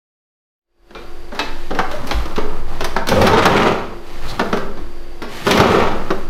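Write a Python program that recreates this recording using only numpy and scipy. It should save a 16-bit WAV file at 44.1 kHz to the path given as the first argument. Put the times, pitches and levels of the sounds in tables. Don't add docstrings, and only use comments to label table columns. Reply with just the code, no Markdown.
import sys
import numpy as np
from scipy import signal
from scipy.fft import rfft, irfft, next_fast_len
from scipy.io import wavfile
from scipy.ndimage import map_coordinates

SR = 44100
rng = np.random.default_rng(int(sys.argv[2]) if len(sys.argv) > 2 else 0)


def master_out(mix):
    frames = np.transpose(np.atleast_2d(mix))
    ceiling = np.clip(frames, -1, 1)
    pcm = np.round(ceiling * 32767).astype(np.int16)
    wavfile.write(sys.argv[1], SR, pcm)


N = 277644


def amp(db):
    return 10 ** (np.asarray(db) / 20)


def unit(x):
    return x / np.sqrt(np.mean(x ** 2) + 1e-20)


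def along(points, hz):
    f, v = np.transpose(points)
    return np.interp(np.log(hz + 1), np.log(f + 1), v)


def wobble(rate, size=N):
    knots = rng.standard_normal(int(size * rate / SR) + 4)
    return map_coordinates(knots, [np.arange(size) * rate / SR])


def filtered(x, response):
    m = next_fast_len(len(x) + SR // 2)
    hz = np.fft.rfftfreq(m, 1 / SR)
    return irfft(rfft(x, m) * response(hz), m)[:len(x)]


def coloured(x, spectrum):
    return unit(filtered(x, lambda hz: amp(along(spectrum, hz))))


def band(x, low_hz, high_hz, order=3):
    edges = [low_hz, min(high_hz, SR / 2 - 1)]
    return signal.sosfilt(signal.butter(order, edges, 'band', fs=SR, output='sos'), x)


def ringing(x, modes):
    def response(f):
        total = 0
        for k, (centre, width, db) in enumerate(modes):
            resonance = 1j * f * width / (centre * centre - f * f + 1j * f * width)
            total = total + (-1) ** k * amp(db) * resonance
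        return total
    return filtered(x, response)


def add(track, s, sound):
    part = track[round(s * SR):][:len(sound)]
    part += sound[:len(part)]


def slips(rate, spread_db):
    chance, size = rng.random(N), rng.standard_normal(N)
    sign = np.sign(rng.standard_normal(N))
    return unit((chance < rate / SR) * sign * amp(spread_db * np.clip(size, -2, 2)))


def envelope(start, length, attack, release_db_per_s, slope_db_per_s=0):
    t = np.maximum(np.arange(N) / SR - start, 0)
    db = slope_db_per_s * np.minimum(t, length) - release_db_per_s * np.maximum(t - length, 0)
    return (1 - np.exp(-t / attack)) * amp(db)


# (f/Hz, t60/s)
TILED_ROOM = [(100, 0.75), (400, 0.65), (1500, 0.6), (4500, 0.46), (8000, 0.4), (15000, 0.32)]


def room(x, wet_db):
    hz, t, z = signal.stft(rng.standard_normal(SR * 3 // 4), SR, nperseg=256)
    decay = amp(-60 * t / along(TILED_ROOM, hz)[:, None]) * (1 - np.exp(-t / 0.0012))
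    tail = signal.istft(z * decay, SR, nperseg=256)[1]
    return x + amp(wet_db) * signal.fftconvolve(x, tail / np.linalg.norm(tail))[:len(x)]


# (f/Hz, relative level/dB)
AIR_SPECTRUM = [(15, -28), (40, -0.5), (75, -24), (240, -24.5), (450, -18.5), (750, -26), (1200, -28.5),
                (2300, -33.5), (4500, -39), (5600, -42.5), (8000, -48), (14400, -50), (16000, -80)]
# (f/Hz, rms level/dB before HUM_DB)
HUM_LINES = [(247.6, -56), (344.5, -42), (742.9, -54), (1098, -58), (1663, -61), (2089, -65)]
HUM_DB, AIR_DB, WHINE_DB = -1.5, -38.5, -58


def kitchen():
    t = np.arange(N) / SR
    air = amp(AIR_DB) * coloured(rng.standard_normal(N), AIR_SPECTRUM)
    hum = np.zeros(N)
    for hz, db in HUM_LINES:
        level = amp(db + 1.2 * wobble(4)) * np.sqrt(2)
        phase = 2 * np.pi * hz * t + hz / 2500 * wobble(6)
        hum += level * np.sin(phase)
    whine = amp(WHINE_DB) * unit(band(rng.standard_normal(N), 4560, 4760, order=2))
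    return air + amp(HUM_DB) * hum + whine


# (f/Hz, relative level/dB)
RUMBLE_SPECTRUM = [(20, 3), (32, -18.5), (50, -6.5), (70, -19), (140, -36), (400, -75)]
# (t/s, relative level/dB)
SWAY_LEVEL = [(1.0, -38), (1.13, -23), (1.44, -31.5), (1.51, -17.5), (2.28, -20), (2.44, -12),
              (4.02, -30.5), (4.26, -15), (4.36, -28.5), (4.69, -18), (5.7, -34.5), (5.85, -16),
              (6.22, -18), (6.3, -16.5)]


def rumble():
    sway_hz = 12.2 * (1 + 0.1 * wobble(5))
    swing = np.sqrt(2) * np.sin(2 * np.pi * np.cumsum(sway_hz) / SR)
    deep = unit(band(coloured(rng.standard_normal(N), RUMBLE_SPECTRUM), 26.6, 190))
    level_db = np.interp(np.arange(N) / SR, *np.transpose(SWAY_LEVEL))
    return amp(level_db) * (amp(2.0) * swing + amp(-18.0) * deep)


# (t/s, level/dB, f/Hz, attack/s, t60/s)
CABINET_THUMPS = [(2.137, -4, 52.5, 0.027, 0.35), (2.379, -6.5, 236, 0.00056, 0.04),
                  (3.168, -13, 79, .005, 0.32), (5.595, 1, 130, 0.0029, 0.056)]


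def cabinet():
    out, t = np.zeros(N), np.arange(SR // 2) / SR
    for s, db, hz, attack, t60 in CABINET_THUMPS:
        decay = amp(db - 60 * t / t60) * (1 - np.exp(-t / attack))
        add(out, s, decay * np.sin(2 * np.pi * hz * t))
    return out


# (start t/s, length/s, relative rub level/dB, relative rustle level/dB)
RUB_TOUCHES = [(1.313, 0.62, -37.5, -39), (1.896, 0.68, -27, -41), (2.07, 0.024, -22.5, -26),
               (2.663, 0.28, -27, -37.5), (4.03, 0.24, -32.5, -37), (4.219, 0.36, -26.5, -36.5),
               (4.75, 0.039, -34.5, -52), (5.28, 0.19, -28.5, -28.5), (5.447, .04, -11, -21.5),
               (5.893, 0.31, -28, -38.5)]
# (f/Hz, relative level/dB)
RUB_SPECTRUM = [(50, -24), (100, 7), (250, -0.5), (600, -2.5), (1200, -2), (2200, -19), (4000, -38)]
RUSTLE_SPECTRUM = [(1060, -27), (1800, -1), (3350, -6.5), (4020, -7), (4700, -9.5), (9080, -20.5),
                   (13500, -20.5), (16000, -42)]
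RUB_ATTACK_S, RUB_RELEASE_DB_PER_S = 0.03, 100


def handling():
    rub, rustle = np.zeros(N), np.zeros(N)
    for s, length, rub_db, rustle_db in RUB_TOUCHES:
        touch = envelope(s, length, RUB_ATTACK_S, RUB_RELEASE_DB_PER_S)
        rub += amp(rub_db) * touch
        rustle += amp(rustle_db) * touch
    low = amp(-7) * rub * coloured(slips(rate=900, spread_db=1), RUB_SPECTRUM)
    high = amp(-6.5) * rustle * coloured(slips(rate=2500, spread_db=-1.0), RUSTLE_SPECTRUM)
    return room(low + high, wet_db=-10.0)


# (start t/s, length/s, f/Hz, width/Hz, level/dB)
CATCHES = [(1.923, 0.061, 613, 15, -27.5), (2.005, 0.096, 264, 50, -32), (3.11, 0.2, 514, 41, -17),
           (4.275, 0.055, 3950, 700, -32.5), (5.689, 0.083, 431, 19, -17.5)]


def scuffs():
    out = np.zeros(N)
    for s, length, hz, width_hz, db in CATCHES:
        swell = signal.windows.tukey(round(length * SR), 0.6)
        song = band(rng.standard_normal(SR), hz - width_hz / 2, hz + width_hz / 2, order=1)
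        settled = unit(song[-len(swell):])
        add(out, s, amp(db) * settled * swell)
    return room(out, wet_db=-7.5)


# (f/Hz, width/Hz, level/dB)
TRAY_MODES = [(195, 49, -3), (242.8, 11, 2.5), (318, 45, -4.5), (398.4, 30, -1), (528, 5.3, -1),
              (628, 160, -13), (798, 28, -5), (920, 49, -4), (1140, 18, -3), (1282, 91, -5.5),
              (1995, 165, -10.5)]


def tray(x):
    return ringing(x, TRAY_MODES)


# (t/s, relative strength level/dB, brightness/dB per octave, ring f/Hz, room level/dB)
KNOCK_EVENTS = [(0.906, -41.5, -0.5, 332, -6), (0.949, -31.5, -2, 2385, 0), (1.318, -32.5, -3, 575, 0),
                (1.348, -31.5, 1.5, 596, 0), (1.391, -16.5, 0.5, 2605, -3), (1.706, -22.5, -2, 312, -5.5),
                (1.748, -25, 0, 298, -2), (1.788, -15, -0.3, 763, -5.5), (1.912, -29, 2.8, 570, -0.5),
                (2.07, -37, 7.5, 560, -12), (2.11, -16.5, -0.7, 3340, -8), (2.255, -31.5, 2.5, 316, -9),
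                (2.36, -27, 1.2, 3570, -7.5), (2.379, -19.5, -1.5, 420, -2.5), (2.806, -20, 1.5, 361, -3.5),
                (2.843, -23, 5.5, 661, -6.5), (2.963, -17.5, 0, 1320, -4.5), (3.07, -23.5, 4, 654, -6),
                (3.086, -18.5, 5.5, 476, -4), (3.116, -15, -1, 520, -6.5), (3.214, -17.5, 3, 510, -1),
                (3.268, -15, 3.2, 633, -3.5), (3.332, -14, -1.2, 427, -2), (3.454, -12, 3.1, 1230, -9),
                (4.394, -16.5, 0.5, 1300, -11), (4.41, -19.5, -2.5, 393, -3.5),
                (4.528, -16.5, -1.1, 396.4, -3), (4.571, -26.5, 1.8, 428, -5.5), (4.772, -39, 1, 311, 0),
                (5.219, -27.5, 1.7, 406, 0), (5.467, -15, 1, 404, 2), (5.509, -17.5, 5, 2100, -7),
                (5.574, -17, 3, 541, -12), (5.6, -10.5, 1, 435, -11.5), (6.104, -17.5, -1, 376.6, -8.5)]
# (low f/Hz, high f/Hz, attack/s, t60/s, relative level/dB)
KNOCK_PARTS = [(171, 600, 0.0017, 0.12, -9.5), (648, 1600, 0.001, 0.079, -5),
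               (1730, 4230, 0.00047, 0.07, -12), (4400, 6320, 0.0015, 0.049, -21),
               (7250, 14200, 0.00052, 0.045, -30.5)]
PIVOT_HZ = 1000
FOCUS_DB, FOCUS_OCTAVES = 6.5, 0.77
RING_DB, RING_DB_PER_OCTAVE = -3.5, -4
GRAIN_DB, GRAIN_RATE = 2, 701
DOOR_OPEN_S = 2.9
TRAY_DB, CONTACT_S = -3.5, 0.00057


def knocks():
    out, t = np.zeros(N), np.arange(SR * 3 // 4) / SR
    contact_force = np.sin(np.pi * np.minimum(t / CONTACT_S, 1)) ** 2
    tray_ring = tray(contact_force)
    tray_ring = amp(TRAY_DB) * tray_ring / np.std(tray_ring[:SR // 50])
    for s, strength_db, brightness, ring_hz, room_db in KNOCK_EVENTS:
        phase = 2 * np.pi * ring_hz * t
        panel = np.sin(phase) + amp(-10.5) * np.sin(1.55 * phase)
        ring_db = RING_DB + RING_DB_PER_OCTAVE * np.log2(ring_hz / PIVOT_HZ)
        blow = amp(ring_db - 60 * t / 0.14) * panel * (1 - np.exp(-t / 0.00066))
        grain = amp(GRAIN_DB * wobble(GRAIN_RATE, size=len(t)))
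        for low_hz, high_hz, attack, t60, db in KNOCK_PARTS:
            centre_hz = np.sqrt(low_hz * high_hz)
            tilt_db = brightness * np.log2(centre_hz / PIVOT_HZ)
            octaves_off = np.log2(centre_hz / ring_hz)
            focus_db = FOCUS_DB * np.exp(-(octaves_off / FOCUS_OCTAVES) ** 2)
            shape = grain * (1 - np.exp(-t / attack)) * amp(-60 * t / t60)
            burst = band(rng.standard_normal(len(t)) * shape, low_hz, high_hz)
            blow += amp(db + tilt_db + focus_db) * burst / np.std(burst[:SR // 50])
        if s > DOOR_OPEN_S:
            blow += tray_ring
        add(out, s, room(amp(strength_db) * blow, room_db))
    return out


# (f/Hz, relative level/dB)
SCRAPE_SPECTRUM = [(29, -42), (50, -9), (112, -4), (150, -9), (187, 0), (296, -12), (404, 1), (573, -5.5),
                   (1310, -9), (1750, -21.5), (4000, -34), (5200, -56), (8800, -120)]
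HISS_SPECTRUM = [(1200, -19), (2200, 10.5), (3500, 4.5), (4800, -2.5), (6500, -7.5), (8500, -21),
                 (12700, -17.5), (16000, -32)]
# (start t/s, length of the drive/s, time to gather speed/s,
# change of the hiss level/dB per s)
PULL_STROKE = (3.083, 0.59, 0.15, 8.7)
PUSH_STROKE = (5.5, 0.32, 0.1, -9)
COAST_DB_PER_S, BREAKAWAY_S, JUDDER_EASE_DB_PER_S = 90.5, 0.01, 4.5


def drawer(stroke, ring_db, scrape_db, judder_db, hiss_db, rattle_db):
    start, length, attack, hiss_db_per_s = stroke
    scrape = envelope(start, length, attack, COAST_DB_PER_S)
    hiss = envelope(start, length, BREAKAWAY_S, COAST_DB_PER_S, hiss_db_per_s)
    judder = envelope(start, length, BREAKAWAY_S, COAST_DB_PER_S, -JUDDER_EASE_DB_PER_S)
    chatter = amp(1.2 * wobble(80))
    ring = unit(band(tray(slips(rate=2000, spread_db=1.5) * chatter), 151, 1730))
    ring = np.interp(np.cumsum(1 + 0.025 * wobble(5)), np.arange(N), ring)
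    grind = coloured(slips(rate=1200, spread_db=3) * chatter, SCRAPE_SPECTRUM)
    grind = unit(band(grind, 276, 3200))
    shake = unit(band(coloured(rng.standard_normal(N), SCRAPE_SPECTRUM), 73, 300))
    frost = coloured(rng.standard_normal(N) * chatter, HISS_SPECTRUM)
    taps = np.abs(slips(rate=60, spread_db=2))
    tap_decay = amp(-60 * np.arange(SR // 10) / SR / 0.059)
    bursts = signal.fftconvolve(taps, tap_decay)[:N]
    rattle = unit(band(bursts * rng.standard_normal(N), 730, 2920, order=2))
    body = scrape * (amp(ring_db) * ring + amp(scrape_db) * grind + amp(rattle_db) * scrape * rattle)
    low_shake = judder * amp(judder_db) * shake
    return room(body + low_shake + hiss * amp(hiss_db) * frost, wet_db=-9.0)


# (t/s, level/dB)
FADE_IN = [(0, -110), (.6, -70), (.7, -35), (.8, -22), (.9, -10), (1.0, 0)]


def scene():
    fade_in = amp(np.interp(np.arange(N) / SR, *np.transpose(FADE_IN)))
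    background = fade_in * (kitchen() + rumble())
    pull = drawer(PULL_STROKE, ring_db=-18.5, scrape_db=-16.0, judder_db=-19.5, hiss_db=-33.5, rattle_db=-24)
    push = drawer(PUSH_STROKE, ring_db=-17, scrape_db=-14.5, judder_db=-21.0, hiss_db=-25.0, rattle_db=-25.5)
    return (background + cabinet() + handling() + scuffs() + knocks() + pull + push)[None]


TOP_HZ = 15800


def record(dry):
    clipped = dry[0] / (1 + np.abs(dry[0]) ** 8) ** (1 / 8)
    return filtered(clipped, lambda hz: hz < TOP_HZ)[None]


dry = scene()
out = record(dry)
master_out(out)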